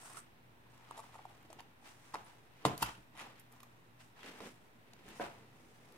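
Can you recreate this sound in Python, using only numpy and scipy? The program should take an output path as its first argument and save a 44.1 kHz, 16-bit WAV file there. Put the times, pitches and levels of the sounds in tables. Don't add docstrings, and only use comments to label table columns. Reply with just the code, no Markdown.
import sys
import numpy as np
from scipy import signal
from scipy.fft import rfft, irfft
from scipy.io import wavfile

SR = 44100
rng = np.random.default_rng(int(sys.argv[2]) if len(sys.argv) > 2 else 0)


def decibels_to_gain(level_db):
    exponent = np.asarray(level_db, float) / 20
    return 10 ** exponent


def materialize(psi):
    bounded = np.clip(np.atleast_2d(psi).T, -1, 1)
    quanta = np.round(bounded * 32767).astype(np.int16)
    wavfile.write(sys.argv[1], SR, quanta)


N = 263277

# frequency in Hz, left-right likeness from -1 to 1.
LIKENESS = [(60, 0.57), (170, 0.81), (340, 0.38), (700, 0.22), (1400, -0.56), (2500, 0.052), (8000, -0.19)]
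PORT_LAG = 4


def rms_one(x):
    return x / np.sqrt(np.mean(x ** 2) + 1e-20)


def peak_one(x):
    return x / (np.max(np.abs(x)) + 1e-20)


def in_time(rows):
    s, *columns = np.transpose(rows)
    return [np.interp(np.arange(N) / SR, s, c) for c in columns]


def at_hz(points, hz):
    point_hz, value = np.array(points).T
    return np.interp(np.log(hz), np.log(point_hz), value)


def drift(rate):
    r = np.exp(-80 * np.pi * rate / SR)
    white = rng.standard_normal(N // 40 + 2002)
    slow = signal.lfilter([1], [1, -2 * r, r * r], white)[2000:]
    return np.interp(np.arange(N) / 40, np.arange(len(slow)), rms_one(slow))


def ring(x, hz, t60):
    r, w = decibels_to_gain(-60 / (t60 * SR)), 2 * np.pi * hz / SR
    return signal.lfilter([0, np.sin(w)], [1, -2 * r * np.cos(w), r * r], x + 1e-18)


def resonance(x, hz, width_hz):
    r = np.exp(-np.pi * width_hz / SR)
    top = np.array([1, 0, -1]) * (1 - r * r) / 2
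    return signal.lfilter(top, [1, -2 * r * np.cos(2 * np.pi * hz / SR), r * r], x)


def band(x, low_hz, high_hz):
    return signal.sosfilt(signal.butter(2, [low_hz, min(high_hz, .45 * SR)], "band", fs=SR, output="sos"), x)


def add(out, sound, s, pan_db):
    at = round(s * SR)
    out[:, at:at + len(sound)] += decibels_to_gain([[pan_db / 2], [-pan_db / 2]]) * sound[:N - at]


def burst(length_ms, noise):
    u = np.arange(len(noise)) / SR / max(length_ms * 0.0011, 2e-4)
    return u * np.exp(-2 * u) * noise * np.abs(noise)


def stereo_noise(mid, side, hz):
    alike = np.clip(at_hz(LIKENESS, hz), -1, 1)
    return np.sqrt(1 + alike) * mid + np.sqrt(1 - alike) * side * [[1], [-1]]


def appliance_hum():
    # centre in Hz, width in Hz, level in dB rms.
    hums = [(120.64, 7, -75.5), (65.3, 2.9, -83.5), (238.9, 16.6, -77.5)]
    shake = rng.standard_normal(N)
    hum = sum(decibels_to_gain(db) * rms_one(resonance(resonance(shake, hz, w), hz, w)) for hz, w, db in hums)
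    line_hz, line_db = 120, -75.5
    phase = 2 * np.pi * line_hz * np.arange(N) / SR + 0.74 * drift(1.33)
    return hum + decibels_to_gain(line_db) * np.sqrt(2) * np.sin(phase)


def room_air():
    # frequency in Hz, level in dB per Hz.
    air_spectrum = [(15, -48), (25, -15), (92, -15.5), (123, 4.5), (185, -20), (242, -6.5), (373, -13.5),
                    (575, -15.5), (796, -11.5), (863, -15.5), (1190, -18), (1400, -16), (3250, -25),
                    (6210, -43.5), (16000, -31.5)]
    out, together, edges = 0, drift(1.5), 22 * 2 ** np.arange(0, 9.6, .5)
    white = rng.standard_normal((2, 2, N))
    for k, (low, high) in enumerate(zip(edges, edges[1:])):
        mid, side = band(white[k % 2], low, high)
        hz = np.sqrt(low * high)
        out = out + decibels_to_gain(at_hz(air_spectrum, hz) + 0.2 * together) * stereo_noise(mid, side, hz)
    return decibels_to_gain(-64.5) * rms_one(out)


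def room(x):
    # frequency in Hz, decay t60 in seconds.
    decay = [(100, 0.41), (400, 0.32), (1000, 0.34), (3000, 0.33), (8000, 0.19), (15000, 0.12)]
    t, echo = np.arange(SR // 2) / SR, 0
    white = rng.standard_normal((2, len(t)))
    for low in 60 * 2. ** np.arange(8):
        mid, side = band(white, low, 2 * low)
        echo = echo + stereo_noise(mid, side, 1.25 * low) * decibels_to_gain(-60 * t / at_hz(decay, 1.66 * low))
    echo *= np.clip((t - .003) / 0.0022, 0, 1)
    return signal.fftconvolve(x[None], echo / np.sqrt(np.sum(echo ** 2) / 2))[:, :N]


def far_knock():
    # start in seconds, peak in dB.
    knocks = [
        (5.198, -27),
    ]
    # frequency in Hz, level in dB, t60 in seconds.
    hollow = [(561, -4.5, 0.035), (706, -1.5, 0.0197), (970, -4.5, 0.055), (1560, 0, 0.015),
              (2270, 1, 0.0047)]
    blow, rattle = np.zeros((2, N))
    for s, db in knocks:
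        at = round(s * SR)
        blow[at] = decibels_to_gain(db - 6.5)
        rattle[at:][:3000] = decibels_to_gain(db - 13.5) * peak_one(burst(12.6, rng.standard_normal(3000)))
    push = band(blow, 190, 1300) + decibels_to_gain(-13.0) * rattle
    body = sum(decibels_to_gain(db) * ring(push, hz, t60) for hz, db, t60 in hollow)
    return body + decibels_to_gain(-16) * band(rattle, 900, 3200)


def table():
    # start in seconds, peak in dB, sharpness in Hz, sway of the legs in dB.
    thumps = [
        (2.138, -46, 497, -13),
        (2.653, -28, 515, -4),
        (2.821, -33, 475, -4),
        (2.98, -48, 500, 0),
        (3.139, -53.5, 500, 4),
        (4.404, -50, 700, -30),
        (5.057, -47, 500, 6.5),
    ]
    # frequency in Hz, level in dB, t60 in seconds.
    top_modes = [(42, -1.5, 0.37), (130.7, -6.5, 0.33), (141.2, -13, 0.36), (197, 4, 0.071),
                 (305, 4, 0.062), (414, 4.5, 0.075), (557, -7, 0.081)]
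    out, strength = np.zeros((2, N)), rng.normal(0, 4.6, (len(thumps), len(top_modes)))
    for (s, db, sharp_hz, sway_db), own_db in zip(thumps, strength):
        push = np.exp(-2 * np.pi * sharp_hz * np.arange(16000) / SR)
        sway, *modes = [decibels_to_gain(mode_db + o) * ring(push, hz, t60)
                        for (hz, mode_db, t60), o in zip(top_modes, own_db)]
        add(out, decibels_to_gain(db) * peak_one(sum(modes) + decibels_to_gain(sway_db) * sway), s, 0)
    return out


def bedding():
    # time in seconds, level in dB.
    trickle = [(0.0, -63), (0.06, -55), (0.085, -61.5), (0.105, -58), (0.135, -60), (0.178, -53.5),
               (0.203, -55), (0.21, -62.5), (0.26, -77)]
    # centre in Hz, width in Hz, level in dB.
    plastic = [(1400, 490, 1), (6000, 900, -5.5), (7800, 900, -0.5), (8740, 620, 6), (9100, 600, 2),
               (9740, 570, -1.5), (12500, 3300, -14.5)]
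    grains = rng.standard_normal((2, N)) * (rng.random((2, N)) < 5000 / SR)
    rustle = sum((-1) ** k * decibels_to_gain(db) * resonance(grains, hz, w) for k, (hz, w, db) in enumerate(plastic))
    level_db, = in_time(trickle + [(trickle[-1][0] + 0.058, -120)])
    return decibels_to_gain(level_db + 2.2 * drift(60)) * rms_one(rustle)


def stroke_gains():
    # crest in seconds, peak in dB, seconds to swell 20 dB, seconds to fade 20 dB,
    # lightness of touch in dB.
    fingers = [(0.01, -64, 3, 0.21, 4), (0.06, -61, -0.15, 0.14, 0), (0.185, -59.5, 0.15, -0.09, 0),
               (0.7, -76, -0.5, 0.5, 2.5), (1.03, -68.5, -0.17, 0.33, 1.5), (1.29, -66, -0.2, 0.55, -6.5),
               (1.87, -60.5, 0.07, 0.24, 0), (2.046, -67, 0.07, 0.6, 0.7), (2.258, -67.5, 0, 0.2, -1),
               (2.815, -54.5, 0.05, 0.18, 3), (3.53, -69, 0.1, 0.6, -4.5), (4.006, -66, 0.02, 0.14, 2.5),
               (4.377, -62, 0.18, 0.15, -6), (4.468, -61.5, 0.13, 0.13, 3), (4.64, -77, 1, 0.3, -1),
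               (5.06, -64.5, -0.07, 0.6, -1.5), (5.155, -63, 0.01, 0.22, 4.5), (5.55, -80, 0, 17, 6.5),
               (5.85, -80, 1.5, 11, 2.5)]
    flexes = [(0.966, -59, 0.38, 0.23, 0.5), (1.15, -64.5, .1, 0.45, 9), (2.17, -56.5, 0.083, 0.13, -8.5),
              (2.3, -66.5, .08, 0.2, 7), (2.695, -45, 0.067, 0.075, -8), (2.735, -51.5, 0.05, 0.055, -13),
              (2.19, -61.5, .04, .1, 0), (1.04, -63, .05, 0.04, -6), (2.89, -47.5, 0.14, 0.052, 0.5),
              (2.955, -63.5, 0.055, 0.089, 11), (3.2, -57, 0.063, 0.11, -2),
              (3.255, -53.5, 0.07, 0.12, -5.5), (3.38, -70.5, 0.088, 0.15, 23),
              (5.21, -45.5, 0.015, 0.15, -4)]
    drags = [(0.13, -65.5, 0.064, 0.33, 7), (1.57, -67, 0.45, 0.26, -2), (2.63, -64.5, 0.2, .05, 7),
             (2.675, -43.5, 0.025, 0.076, -5), (3.214, -60, 0.081, 0.048, 2.5),
             (4.245, -55, 0.036, 0.065, 2), (4.262, -51, 0.017, 0.078, 3.5),
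             (4.288, -52.5, 0.069, 0.1, 3.5), (4.407, -52.5, 0.014, 0.073, -6.5),
             (4.465, -52.5, 0.2, 0.08, 0), (5.0, -69.5, 0.72, 0.092, -2), (5.1, -56, 0.14, 0.23, 1),
             (5.43, -66.5, 0.38, 0.39, -4), (5.96, -67, 1, .2, -3)]
    scrapes = [(1.6, -56.5, 0.023, 0.015, -3), (1.86, -60.5, 0.031, 0.091, 0.1),
               (3.215, -53, 0.062, 0.069, -2.5), (3.285, -63, 0.07, 0.11, -3), (4.01, -62, 0.028, 0.033, 1),
               (4.17, -63.5, 0.019, 0.1, -2), (4.205, -61.5, 0.058, 0.12, -2),
               (5.212, -53.5, 0.014, 0.16, -4)]
    scrape_share = (-20, -1, 2, -30)
    light_touch = (-0.89, -0.07, 0.45, 1)
    resting = (-81.5, -79, -80.5, -84.5)
    contacts = [(fingers, (-10.5, -0.7, -2.5, -3.5)), (flexes, (-11.5, -1.15, -4.5, -33)),
                (drags, (-0.8, -7.5, -2.5, -22)), (scrapes, scrape_share)]
    t = np.arange(0, N + 64, 64) / SR
    power = decibels_to_gain(np.array(resting))[:, None] ** 2 + 0 * t
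    for rows, share_db in contacts:
        for s, db, swell_s, fade_s, light_db in rows:
            swell_s, fade_s = np.maximum([swell_s, fade_s], .003)
            level_db = db - 20 * np.where(t < s, (s - t) / swell_s, (t - s) / fade_s)
            body_db = np.array(share_db) + light_db * np.array(light_touch)
            power = power + decibels_to_gain(level_db + body_db[:, None]) ** 2
    return [np.interp(np.arange(N) / SR, t, np.sqrt(p)) for p in power]


def rubbing(per_s, lumpy_db, spread):
    # centre in Hz, width in Hz, level in dB.
    bodies = [
        [(220.5, 91, 1), (320.2, 174, -6), (450.4, 154, -3)],
        [(787, 230, -0.5), (918, 250, 0.5), (1200, 380, -3.5)],
        [(1803, 780, 4), (2626, 1020, 0.5), (3696, 1040, -10)],
        [(5615, 2400, 3.5), (8640, 2400, 2.5), (11800, 3300, -24), (14300, 2400, -12)],
    ]
    sizes = decibels_to_gain(1.8 * np.minimum(rng.exponential(1, (2, N)), 5))
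    grains = sizes * (rng.random((2, N)) < per_s / SR)
    signs = rng.choice([-1, 1], N)
    clumps, out = drift(70), 0
    for gain, body, apart in zip(stroke_gains(), bodies, spread):
        near, other = sum(decibels_to_gain(db) * resonance(grains * np.roll(signs, int(hz)), hz, w) for hz, w, db in body)
        pair = rms_one(near + apart * other * [[1], [-1]])
        out = out + gain * decibels_to_gain(lumpy_db * (clumps + .6 * drift(40))) * pair
    return out


def squeaks():
    # start in seconds, level in dB, first pitch in Hz, last pitch in Hz, length in ms.
    skids = [
        (2.241, -62, 7360, 10500, 14),
        (2.257, -63, 7820, 12500, 8.1),
    ]
    out = np.zeros((2, N))
    for s, db, from_hz, to_hz, length_ms in skids:
        u = np.linspace(0, 1, int(length_ms * SR / 1000))
        phase = 2 * np.pi * np.cumsum(from_hz + (to_hz - from_hz) * u) / SR
        add(out, decibels_to_gain(db) * np.sin(np.pi * u) * np.sin(phase), s, 0)
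    return out


def skin_ticks():
    # start in seconds, peak in dB, centre in Hz, width in Hz, length in ms.
    ticks = [(1.426, -58, 13700, 3000, 2.), (1.5288, -42, 10000, 16000, 0.2),
             (1.589, -49.5, 2920, 500, 6.8), (1.604, -44.5, 6000, 8000, 1), (4.4033, -41, 315, 130, 1.2),
             (2.7774, -30.5, 8100, 9000, 0.54), (3.394, -47, 11400, 4000, 4.7),
             (3.517, -55, 10000, 3000, 2.7), (3.524, -46, 11000, 6000, .6),
             (3.603, -48, 11100, 12000, 0.69), (4.196, -56, 3350, 300, 20.), (4.258, -47, 2800, 3000, 2.5),
             (3.6305, -46, 10500, 12000, 0.66), (4.2305, -41, 1490, 900, 1.1),
             (4.933, -49, 4380, 2500, 1.1), (5.0863, -43, 9200, 7000, 0.51), (5.922, -51, 8160, 5080, 0.8)]
    out, noise = np.zeros((2, N)), rng.standard_normal((len(ticks), 3000))
    for (s, db, hz, width_hz, length_ms), scratch in zip(ticks, noise):
        add(out, decibels_to_gain(db) * peak_one(resonance(burst(length_ms, scratch), hz, width_hz)), s, 0)
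    return out


def creak():
    # time in seconds, slips per second, level in dB.
    bend = [
        (3.151, 113, -56.5),
        (3.172, 138, -45.5),
        (3.2, 200, -43.5),
        (3.228, 670, -55.5),
    ]
    t = np.arange(N) / SR
    per_s, level_db = in_time(bend)
    turns = np.cumsum(per_s * (t > bend[0][0]) * (t < bend[-1][0])) / SR
    pulses = np.diff(np.ceil(turns), prepend=0) * decibels_to_gain(level_db + rng.normal(0, 1.0, N))
    grit = rng.standard_normal(N)
    tick, scrape = (signal.lfilter([1], [1, -hold], pulses) * grit for hold in (.92, .965))
    bright = band(tick, 5100, 7200) + decibels_to_gain(-1) * band(tick, 8600, 11400)
    return decibels_to_gain(3.5) * bright + decibels_to_gain(9) * band(scrape, 780, 2700)


def rim_slips():
    # start in seconds, peak in dB, cup ring in Hz,
    # wall in dB re ring, slip length in ms.
    seeking = [(0.664, -63, 894, -27, 2.7), (0.776, -61.5, 1050, -15.5, 1.5), (0.884, -62, 1080, -24, 5.5),
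               (0.909, -38, 935, -22, 0.68), (0.929, -66, 966, -19, 2), (0.965, -55, 900, -15, 5.1),
               (0.974, -43, 830, -19.5, 4.), (0.987, -42.5, 895, -22, 6.4), (1.0, -44.5, 885, -23, 1.3),
               (1.039, -54, 915, -23, 3.4), (1.09, -58, 770, -26, 3.1), (1.131, -55.5, 890, -21, 4.2),
               (1.14, -51.5, 940, -24, 4.), (1.151, -46, 870, -29, 7.7), (1.187, -47, 830, -36, 4.1),
               (1.252, -40.5, 806, -33.5, 1.7)]
    pressing = [(1.4993, -48, 650, -18.5, 3.8), (1.528, -49, 850, -13, 1), (1.588, -50.5, 840, -17, 1.1),
                (1.603, -48, 920, -16, 1.34), (1.825, -56, 820, -27, 1), (2.1406, -33.5, 970, -18.5, 1.3),
                (2.1447, -30.5, 954, -26, 1.5), (2.1534, -34.5, 990, -26, 1.6), (2.808, -49, 900, -10, 3.3),
                (2.817, -48, 850, -8, 2.5), (2.837, -45, 980, -10, 3.6), (2.136, -51, 900, -13, 2.),
                (2.888, -49, 794, -20, 2.4), (2.907, -54, 1000, -13, 3.), (3.151, -53, 800, -18, 3.),
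                (3.562, -62, 1000, -16, 1.1), (2.858, -44, 1000, -8.5, 4.7), (2.879, -47, 940, -18, 3.3),
                (3.602, -58, 1090, -8, 1.5), (3.629, -49.5, 1050, -15.5, 2.8), (4.933, -56, 885, -10, 1.7)]
    lowering = [(0.03, -58, 800, -27, 3.), (0.047, -55, 810, -23, 3.6), (0.057, -51.5, 860, -20, 3.4),
                (0.07, -55, 1200, -23, 3.), (0.096, -52, 950, -22, 2.2), (0.104, -52, 1080, -20, 1.7),
                (0.113, -52, 1040, -16, 2.5), (0.143, -52, 1130, -20, 2.5), (0.154, -54, 1200, -20, 3.5),
                (0.168, -45, 1280, -24, 2.3), (0.176, -46, 1135, -20, 1.17), (0.189, -56, 1200, -17, 2.7)]
    phases = [(seeking, 4), (pressing, -6.5), (lowering, 1)]
    slips = [(*row, crack_db) for rows, crack_db in phases for row in rows]
    out, noise = np.zeros((2, N)), rng.standard_normal((len(slips), 3, 4000))
    for (s, db, hz, wall_db, length_ms, crack_db), (push, rattle, scratch) in zip(slips, noise):
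        push = band(burst(length_ms, push), 310, 3300)
        air = ring(push, hz, t60=0.029)
        air = air + decibels_to_gain(4.5) * ring(push, 1.113 * hz, t60=0.012)
        air = air + decibels_to_gain(-13) * ring(push, 0.32 * hz, t60=0.005)
        wall = band(burst(1.3 * length_ms, rattle), 1500, 5500)
        crack = band(burst(1.7 * length_ms, scratch), 6900, 10900)
        edge = peak_one(wall) + decibels_to_gain(crack_db - 0.5) * peak_one(crack)
        add(out, decibels_to_gain(db) * (peak_one(air) + decibels_to_gain(wall_db + 12.5) * edge), s, 0)
    return out


def zip_shut():
    # crest in seconds, peak in dB, cup ring in Hz, wall in dB re ring, crack in dB re ring,
    # build-up in ms.
    zips = [
        (2.8269, -23.5, 960, -2.5, -0.5, 3.5),
    ]
    # centre in Hz, width in Hz, level in dB.
    wall_bands = [(1450, 380, -12), (2200, 600, -12), (2860, 410, -8), (3730, 560, -8.5), (4520, 720, -8)]
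    out, t = np.zeros((2, N)), np.arange(16000) / SR - .03
    for s, db, hz, wall_db, crack_db, build_ms in zips:
        swell = np.where(t < 0, np.exp(t / (build_ms * 0.001)), np.exp(-t / 0.0035))
        push, rattle, scratch = swell * np.pad(rng.standard_normal((3, 4000)), ((0, 0), (0, 12000)))
        air = ring(band(push, 650, 1320), hz, t60=0.012)
        air = air + decibels_to_gain(-3.0) * ring(band(push, 900, 1580), 1.465 * hz, t60=0.013)
        wall = sum(decibels_to_gain(share_db) * peak_one(band(rattle, wall_hz - w / 2, wall_hz + w / 2))
                   for wall_hz, w, share_db in wall_bands)
        wood = peak_one(ring(swell, 112.8, t60=0.34) + decibels_to_gain(-10) * ring(swell, 57, t60=0.23))
        crack = band(scratch, 5000, 15500) + decibels_to_gain(8) * resonance(scratch, 9500, 2500)
        layers = peak_one(air) + decibels_to_gain(wall_db) * wall + decibels_to_gain(crack_db) * peak_one(crack) + decibels_to_gain(-16) * wood
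        add(out, decibels_to_gain(db) * layers, s - .03, 1.5)
    return out


def snap():
    # start in seconds, peak in dB, pulse in Hz, crackle in dB re pulse, crackle length in ms.
    snaps = [
        (2.6504, -13.5, 820, -12.5, 18.3),
    ]
    # frequency in Hz, level in dB re pulse, t60 in seconds.
    seated = [(134, -21.5, 0.12), (162, -27, 0.26), (201, -20.5, 0.13), (269, -21, .09),
              (332, -24.5, 0.079), (431, -26.5, .1), (712, -30.5, .25), (850, -38, 0.14), (980, -35, 0.22),
              (1027, -25.5, 0.27), (1055, -34, .35), (1214, -28, 0.067)]
    out, t = np.zeros((2, N)), np.arange(16000) / SR
    for s, db, hz, crackle_db, crackle_ms in snaps:
        late = t - .0023
        swing = -np.cos(2 * np.pi * hz * late) * np.exp(-(late / np.where(late < 0, .0009, .0004)) ** 2)
        jolt = np.exp(-((late - .0015) / 0.0004) ** 2)
        body = sum(decibels_to_gain(mode_db) * peak_one(ring(jolt, mode_hz, t60)) * (-1) ** k
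                   for k, (mode_hz, mode_db, t60) in enumerate(seated))
        envelope = np.exp(-(t / (crackle_ms * 0.00098)) ** 4) * (1 + 1.17 * np.exp(-t / .0015))
        seating = envelope * rng.standard_normal(len(t))
        crackle = sum(decibels_to_gain(share_db) * band(seating, low, high) for low, high, share_db in [
            (490, 1380, 3), (2860, 4700, 0.5), (1830, 2630, 0.5), (5600, 10540, -4), (10000, 15000, -17.5)])
        add(out, decibels_to_gain(db) * swing, s, pan_db=2)
        add(out, decibels_to_gain(db) * (body + decibels_to_gain(crackle_db) * peak_one(crackle)), s, 0)
    return out


def ports(x):
    scatter_hz = 2800
    bass = signal.sosfilt(signal.butter(2, scatter_hz, fs=SR, output="sos"), x)
    treble = list(x - bass)
    for port, lags in enumerate([(5, 13, 31), (9, 19, 23)]):
        for lag in lags:
            taps = np.r_[-.55, np.zeros(lag - 1), 1]
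            treble[port] = signal.lfilter(taps, taps[::-1], treble[port])
    left, right = bass + treble
    return np.array([left, np.r_[np.zeros(PORT_LAG), right[:-PORT_LAG]]])


def scene():
    hits = rim_slips() + snap() + zip_shut() + skin_ticks() + table() + creak() + squeaks()
    rub = rubbing(per_s=6000, lumpy_db=1.2, spread=[.2, .6, .9, 1.]) + bedding()
    rub[1] = np.roll(rub[1], PORT_LAG)
    knock = far_knock()
    near = ports(hits) + knock + decibels_to_gain(-8) * room(hits.mean(axis=0) + decibels_to_gain(10.5) * knock)
    steep_top = signal.ellip(10, .5, 50, 15800, fs=SR, output="sos")
    steady = signal.sosfilt(steep_top, rub + room_air() + appliance_hum())
    soft_top = signal.cheby2(8, 40, 16500, fs=SR, output="sos")
    return signal.sosfilt(soft_top, band(near, 55, 20000)) + steady


def band_limit(x):
    return signal.sosfilt(signal.butter(12, 16500, fs=SR, output="sos"), x)


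def record(dry):
    # frequency in Hz, left over right in dB.
    balance = [(150, -.5), (340, -3), (680, 1), (1350, -1.5), (2300, 0), (4500, -2), (8000, -1)]
    tilt = at_hz(balance, np.arange(1, N // 2 + 2) * SR / N) / 2
    coloured = irfft(rfft(dry) * decibels_to_gain([tilt, -tilt]), N)
    return band_limit(coloured - .0004)


dry = scene()
out = record(dry)
materialize(out)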